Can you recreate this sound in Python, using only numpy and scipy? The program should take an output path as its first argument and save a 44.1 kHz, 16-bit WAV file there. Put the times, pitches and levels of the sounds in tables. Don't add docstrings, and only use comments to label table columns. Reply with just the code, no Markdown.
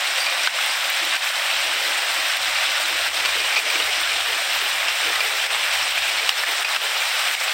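import sys
import numpy as np
from scipy import signal
from scipy.fft import rfft, irfft, next_fast_len
from scipy.io import wavfile
from scipy.ndimage import uniform_filter1d, minimum_filter1d

SR = 44100
rng = np.random.default_rng(int(sys.argv[2]) if len(sys.argv) > 2 else 0)


def pcm_store(signal):
    levels = np.round(np.clip(np.atleast_2d(signal), -1, 1) * 32767)
    wavfile.write(sys.argv[1], SR, levels.astype(np.int16).T)


N = 332072
T = np.arange(N) / SR


def rain():
    # t/s, level of the rain body/dB, level of the fine spray/dB
    shower_levels = [(0, -22, -39.5), (1.3, -22, -38.5), (2.3, -21.5, -38.5), (3.6, -21.5, -38.5),
                     (4.6, -22, -37), (6.2, -22, -38.5), (7.53, -22, -36.5)]
    # f/Hz, level/dB (per Hz)
    rain_colour = [(420, -38.5), (480, -26), (520, -8.5), (760, -4), (955, -7), (1450, -2), (2370, 0.63),
                   (3500, -2.5), (4520, -5), (5570, -9.5), (6600, -16), (8450, -12.5), (10400, -26),
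                   (15800, -22.5)]
    # f/Hz, width/Hz, level/dB
    port_colour = [(2150, 690, -1), (4520, 600, -3.5), (6500, 230, -5), (8550, 310, 2), (10180, 710, -3)]
    body_db, spray_db = in_time(shower_levels)

    far = wash(flutter_db=1.56)
    leaves = from_db(-3.0) * patter(per_s=6000, spread_db=3.0, largest=4.5, damping=0.6)
    bubbles = from_db(-13.5) * plinks(per_s=120, cycles=180, spread_db=3.0)
    splats = from_db(-9.5) * rms_one(impacts(per_s=1100, spread_db=1.5, largest=3.6))

    swell = from_db(0.47 * drift(18))
    shower = coloured(far + leaves + bubbles + splats, rain_colour, port_colour) * swell
    treble = signal.butter(4, 9500, "high", fs=SR, output="sos")
    spray = signal.sosfiltfilt(treble, shower)
    body = rms_one(shower - spray)
    flicker = from_db(1.06 * drift(13))
    return from_db(body_db) * body + from_db(spray_db) * flicker * rms_one(spray)


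def wash(flutter_db):
    out, edges = 0, np.geomspace(300, 20000, 15)
    for low, high in zip(edges, edges[1:]):
        hiss = band(rng.standard_normal(N), low, high)
        out = out + hiss * from_db(flutter_db * drift(17.7))
    return rms_one(out)


def patter(per_s, spread_db, largest, damping):
    out, pitches = 0, np.geomspace(450, 15000, 14)
    total = np.sqrt(pitches).sum()
    for hz in pitches:
        hits = impacts(per_s * np.sqrt(hz) / total, spread_db, largest)
        ringing = rms_one(resonance(hits, hz, damping * hz))
        out = out + np.sqrt(hz) * ringing
    return rms_one(out)


def plinks(per_s, cycles, spread_db):
    out, t = np.zeros(N), T[:SR // 12]
    for when, size, pitch in rng.random((int(per_s * N / SR), 3)):
        hz, at = 900 * 12 ** pitch, int(when * N)
        age = hz * t / cycles
        rise = 1 + 0.022 * np.minimum(age, 1)
        tone = np.sin(2 * np.pi * hz * t * rise) * from_db(-60 * age)
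        strength = hz * from_db(spread_db * min(-np.log(1 - size), 3))
        out[at:at + len(t)] += (strength * tone)[:N - at]
    return rms_one(out)


def fat_drops(overtone=1.92, overtone_db=-7, water_db=-3, water_s=0.012, splash_s=0.002, spatter_share=0.07):
    # t/s, peak level of the ring before the bass cut and dips/dB,
    # ring f/Hz, time of the ring to fall 60 dB/s, splash level re the ring/dB
    drops = [(.202, -16.5, 4700, 0.26, -15), (0.263, -13, 2420, 0.18, -16), (.433, -19, 5730, .05, -11),
             (.473, -3.5, 1535, 0.036, 0), (1.502, -11, 2360, 0.049, -21), (1.513, -8, 2640, .015, -14),
             (3.25, -13.5, 2390, 0.055, 0), (3.257, -12.5, 2500, 0.044, 3), (3.29, -12, 2400, .07, -6),
             (3.345, -14, 2280, .04, -1), (3.4, -14, 2450, 0.11, -12), (3.525, -13, 2370, 0.077, -6),
             (3.5592, -6, 2420, 0.13, -2.5), (3.566, -6.5, 2310, .06, -4), (3.574, -12, 2530, 0.086, -11),
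             (3.701, -9.5, 2360, .03, -10), (3.756, -14.5, 2310, .07, 1.5), (3.8, -12.5, 2900, .04, 1),
             (3.933, -13, 2950, 0.044, -13), (4.883, -12, 2750, 0.2, -1), (5.157, -12, 1995, .06, -1),
             (5.205, -10, 2400, .06, -13), (5.547, -10, 2120, .025, -6), (5.978, -8.5, 2430, .03, -15),
             (6.2917, -1.5, 2770, 0.015, -5), (6.436, -2.5, 1760, 0.031, -17), (6.647, -6, 2495, 0.13, -2),
             (6.762, -12, 2650, .03, -5), (7.441, -21, 7700, .12, -12)]
    out, t = np.zeros(N), T[:SR // 5]
    for s, peak_db, hz, t60, splash_db in drops:
        water_noise, splash_noise = rng.standard_normal((2, len(t)))
        decay = from_db(-60 * t / t60)

        upper = from_db(overtone_db) * decay * np.sin(2 * np.pi * hz * overtone * t)
        modes = np.sin(2 * np.pi * hz * t) + upper
        water = from_db(water_db) * rms_one(resonance(water_noise, hz, 0.22 * hz)) * np.exp(-t / water_s)
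        ring = (modes + water) * decay

        spatter = np.exp(-t / (splash_s + spatter_share * t60))
        splash = band(band(splash_noise, 730, 4800), 730, 4800) * spatter
        smack = ring / np.abs(ring).max() + from_db(splash_db) * splash / np.abs(splash).max()
        at = round(s * SR)
        out[at:at + len(t)] += from_db(peak_db) * smack[:N - at]
    return high_pass(out, 480)


def spray_ticks(level_db=-4, decay_s=0.00033, mist_db=-15, mist_s=.008):
    # t/s, level of one tick against the others/dB
    ticks = [(0.1989, -19), (0.661, -11), (0.9004, -8), (1.0524, -14), (1.2526, -15), (2.368, -11),
             (2.8794, -19), (4.0127, -13), (4.3231, -19), (5.0754, -18), (5.225, -18), (5.91, -15),
             (6.4193, -19), (6.5146, -17), (7.0394, -17), (7.4365, -17)]
    onsets, t = np.zeros(N), T[:SR // 16]
    for s, tick_db in ticks:
        onsets[round(s * SR)] = from_db(tick_db + level_db)
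    shape = np.exp(-t / decay_s) + from_db(mist_db) * np.exp(-t / mist_s)
    envelope = signal.oaconvolve(onsets, shape)[:N]
    return band(envelope * rng.standard_normal(N), 10000, 0.48 * SR)


def drumming(per_s=900, spread_db=2.0, uneven_db=4.5, uneven_per_s=9):
    # t/s, level on soil/dB, level on broad leaves/dB
    steady_levels = [(0, -53.5, -59), (1.4, -57.5, -63.5), (1.9, -51.5, -42.5), (2.5, -55.5, -65),
                     (3.4, -52.5, -44.5), (4.8, -58, -55.5), (5.35, -59, -44.5), (5.8, -57, -55.5),
                     (6.3, -56.5, -49), (7.53, -62.5, -55)]
    # t/s, peak level on soil/dB, peak level on broad leaves/dB
    flurry_levels = [(1.05, -45, -56), (2.93, -49, -44), (3.39, -53, -46), (3.78, -45, -40),
                     (4.31, -62, -41), (4.64, -56, -41.5), (5.08, -44.5, -38.5), (6.24, -56, -42),
                     (6.5, -50, -45)]
    flurry_s = 0.037
    soil_thud, leaf_thud = (326, 89), (453, 139)

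    out = 0
    times, *flurry_dbs = np.transpose(flurry_levels)
    surfaces = zip(in_time(steady_levels), flurry_dbs, (soil_thud, leaf_thud))
    for db, peaks_db, (hz, width_hz) in surfaces:
        uneven = from_db(uneven_db * np.minimum(drift(uneven_per_s), 1))
        steady = from_db(db) * rms_one(uneven)
        flurries = sum(from_db(peak_db) * np.exp(-((T - s) / flurry_s) ** 2)
                       for s, peak_db in zip(times, peaks_db))
        hits = impacts(per_s, spread_db, largest=3.3)
        dull = band(hits, hz - width_hz / 2, hz + width_hz / 2)
        thuds = resonance(dull, hz, 2 * width_hz)
        out = out + np.hypot(steady, flurries) * rms_one(thuds)
    return out


def dips():
    # t/s, depth/dB, hold/s
    dip_times = [(0.47, 6, 0.047), (1.168, 5, 0.031), (1.306, 3.5, 0.022), (2.376, 2, .01),
                 (3.087, 4.5, 0.031), (3.551, 5, .001), (3.6, 3, 0.039), (5.468, 5.5, 0.015),
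                 (5.924, 3, 0.0066), (5.994, 2.5, .012), (6.305, 4, 0.041), (6.433, 4.5, 0.013),
                 (6.631, 5, 0.029), (6.771, 5, 0.024), (7.352, 6, 0.024)]
    fall_s, recovery_s = 0.0043, 0.025
    db = np.zeros(N)
    for s, depth_db, hold_s in dip_times:
        corners = s + np.cumsum([0, fall_s, hold_s, recovery_s])
        db -= depth_db * np.interp(T, corners, [0, 1, 1, 0])
    return from_db(db)


def street(tone_db=-2, rumble_db=-7, murmur_db=-69, waver_db=2.2, murmur_waver_db=2.5):
    # t/s, f/Hz
    firing_rate = [(0, 58), (1.5, 60), (2.0, 66), (2.4, 71), (3.5, 70), (4.3, 72), (4.9, 74), (5.6, 77),
                   (6.2, 80), (6.8, 70)]
    # start t/s, length/s, level that tone and rumble are set against/dB
    spells = [(.77, .07, -62), (1.53, 0.29, -62), (2.08, .16, -60), (2.39, 1.11, -57.5), (3.8, 0.56, -57),
              (4.52, 1.08, -60.5), (5.66, .61, -59), (6.38, 0.14, -61), (6.73, .06, -63)]
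    # f/Hz, level/dB (per Hz)
    murmur_colour = [(20, -15), (50, -22), (85, -4), (135, 1), (175, -4.5), (240, 3), (400, -34)]
    rise_s, fade_s = .04, .06

    heard = 0
    for s, length, db in spells:
        end = s + length
        rise = np.interp(T, [s - rise_s / 2, s + rise_s / 2], [0, 1])
        fade = np.interp(T, [end - fade_s / 2, end + fade_s / 2], [1, 0])
        heard = heard + from_db(db) * rise * fade

    hz, = in_time(firing_rate)
    wandering_hz = hz * (1 + .012 * drift(6.5))
    tone = rms_one(np.sin(2 * np.pi * np.cumsum(wandering_hz) / SR))
    rumble = rms_one(band(rng.standard_normal(N), 52, 115))
    waver = from_db(waver_db * drift(9.2))
    engine = heard * waver * (from_db(tone_db) * tone + from_db(rumble_db) * rumble)
    murmur_level = from_db(murmur_db + murmur_waver_db * drift(6.8))
    murmur = murmur_level * coloured(rng.standard_normal(N), murmur_colour)
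    return engine + murmur


def impacts(per_s, spread_db, largest):
    sizes = from_db(spread_db * np.minimum(rng.exponential(1, N), largest))
    struck = rng.random(N) < per_s / SR
    return sizes * rng.choice([-1, 1], N) * struck


def resonance(x, hz, width_hz):
    r = np.exp(-np.pi * width_hz / SR)
    zeros = np.array([1, 0, -1]) * (1 - r * r) / 2
    poles = [1, -2 * r * np.cos(2 * np.pi * hz / SR), r * r]
    return signal.lfilter(zeros, poles, x + 1e-18)


def band(x, low_hz, high_hz):
    sos = signal.butter(2, [low_hz, high_hz], "band", fs=SR, output="sos")
    return signal.sosfilt(sos, x + 1e-18)


def high_pass(x, hz):
    return signal.sosfilt(signal.butter(6, hz, "high", fs=SR, output="sos"), x + 1e-18)


def coloured(x, points, bumps=()):
    size = next_fast_len(N, real=True)
    hz = np.arange(size // 2 + 1) * SR / size + 1
    at, level_db = np.transpose(points)
    db = np.interp(np.log(hz), np.log(at), level_db)
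    for centre, width, bump_db in bumps:
        db = db + bump_db * np.exp(-2 * ((hz - centre) / width) ** 2)
    return rms_one(irfft(rfft(x, size) * from_db(db), size)[:N])


def drift(rate):
    step = 40
    r = np.exp(-2 * np.pi * rate * step / SR)
    noise = rng.standard_normal(N // step + 2002)
    slow = signal.lfilter([1], [1, -2 * r, r * r], noise)[2000:]
    return np.interp(np.arange(N) / step, np.arange(len(slow)), rms_one(slow))


def in_time(rows):
    s, *columns = np.transpose(rows)
    return [np.interp(T, s, c) for c in columns]


def from_db(db):
    return 10 ** (np.asarray(db) / 20)


def rms_one(x):
    return x / np.sqrt(np.mean(x ** 2) + 1e-20)


def scene():
    near = rain() + fat_drops() + spray_ticks() + drumming()
    mono = near * dips() + street()
    return np.array([mono, mono])


def record(dry):
    needed = 1 / np.maximum(np.abs(dry), 1)
    gain = uniform_filter1d(minimum_filter1d(needed, size=65), size=65)
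    cut = signal.ellip(16, .1, 75, 15850, fs=SR, output="sos")
    return signal.sosfilt(cut, dry * gain)


dry = scene()
out = record(dry)
pcm_store(out)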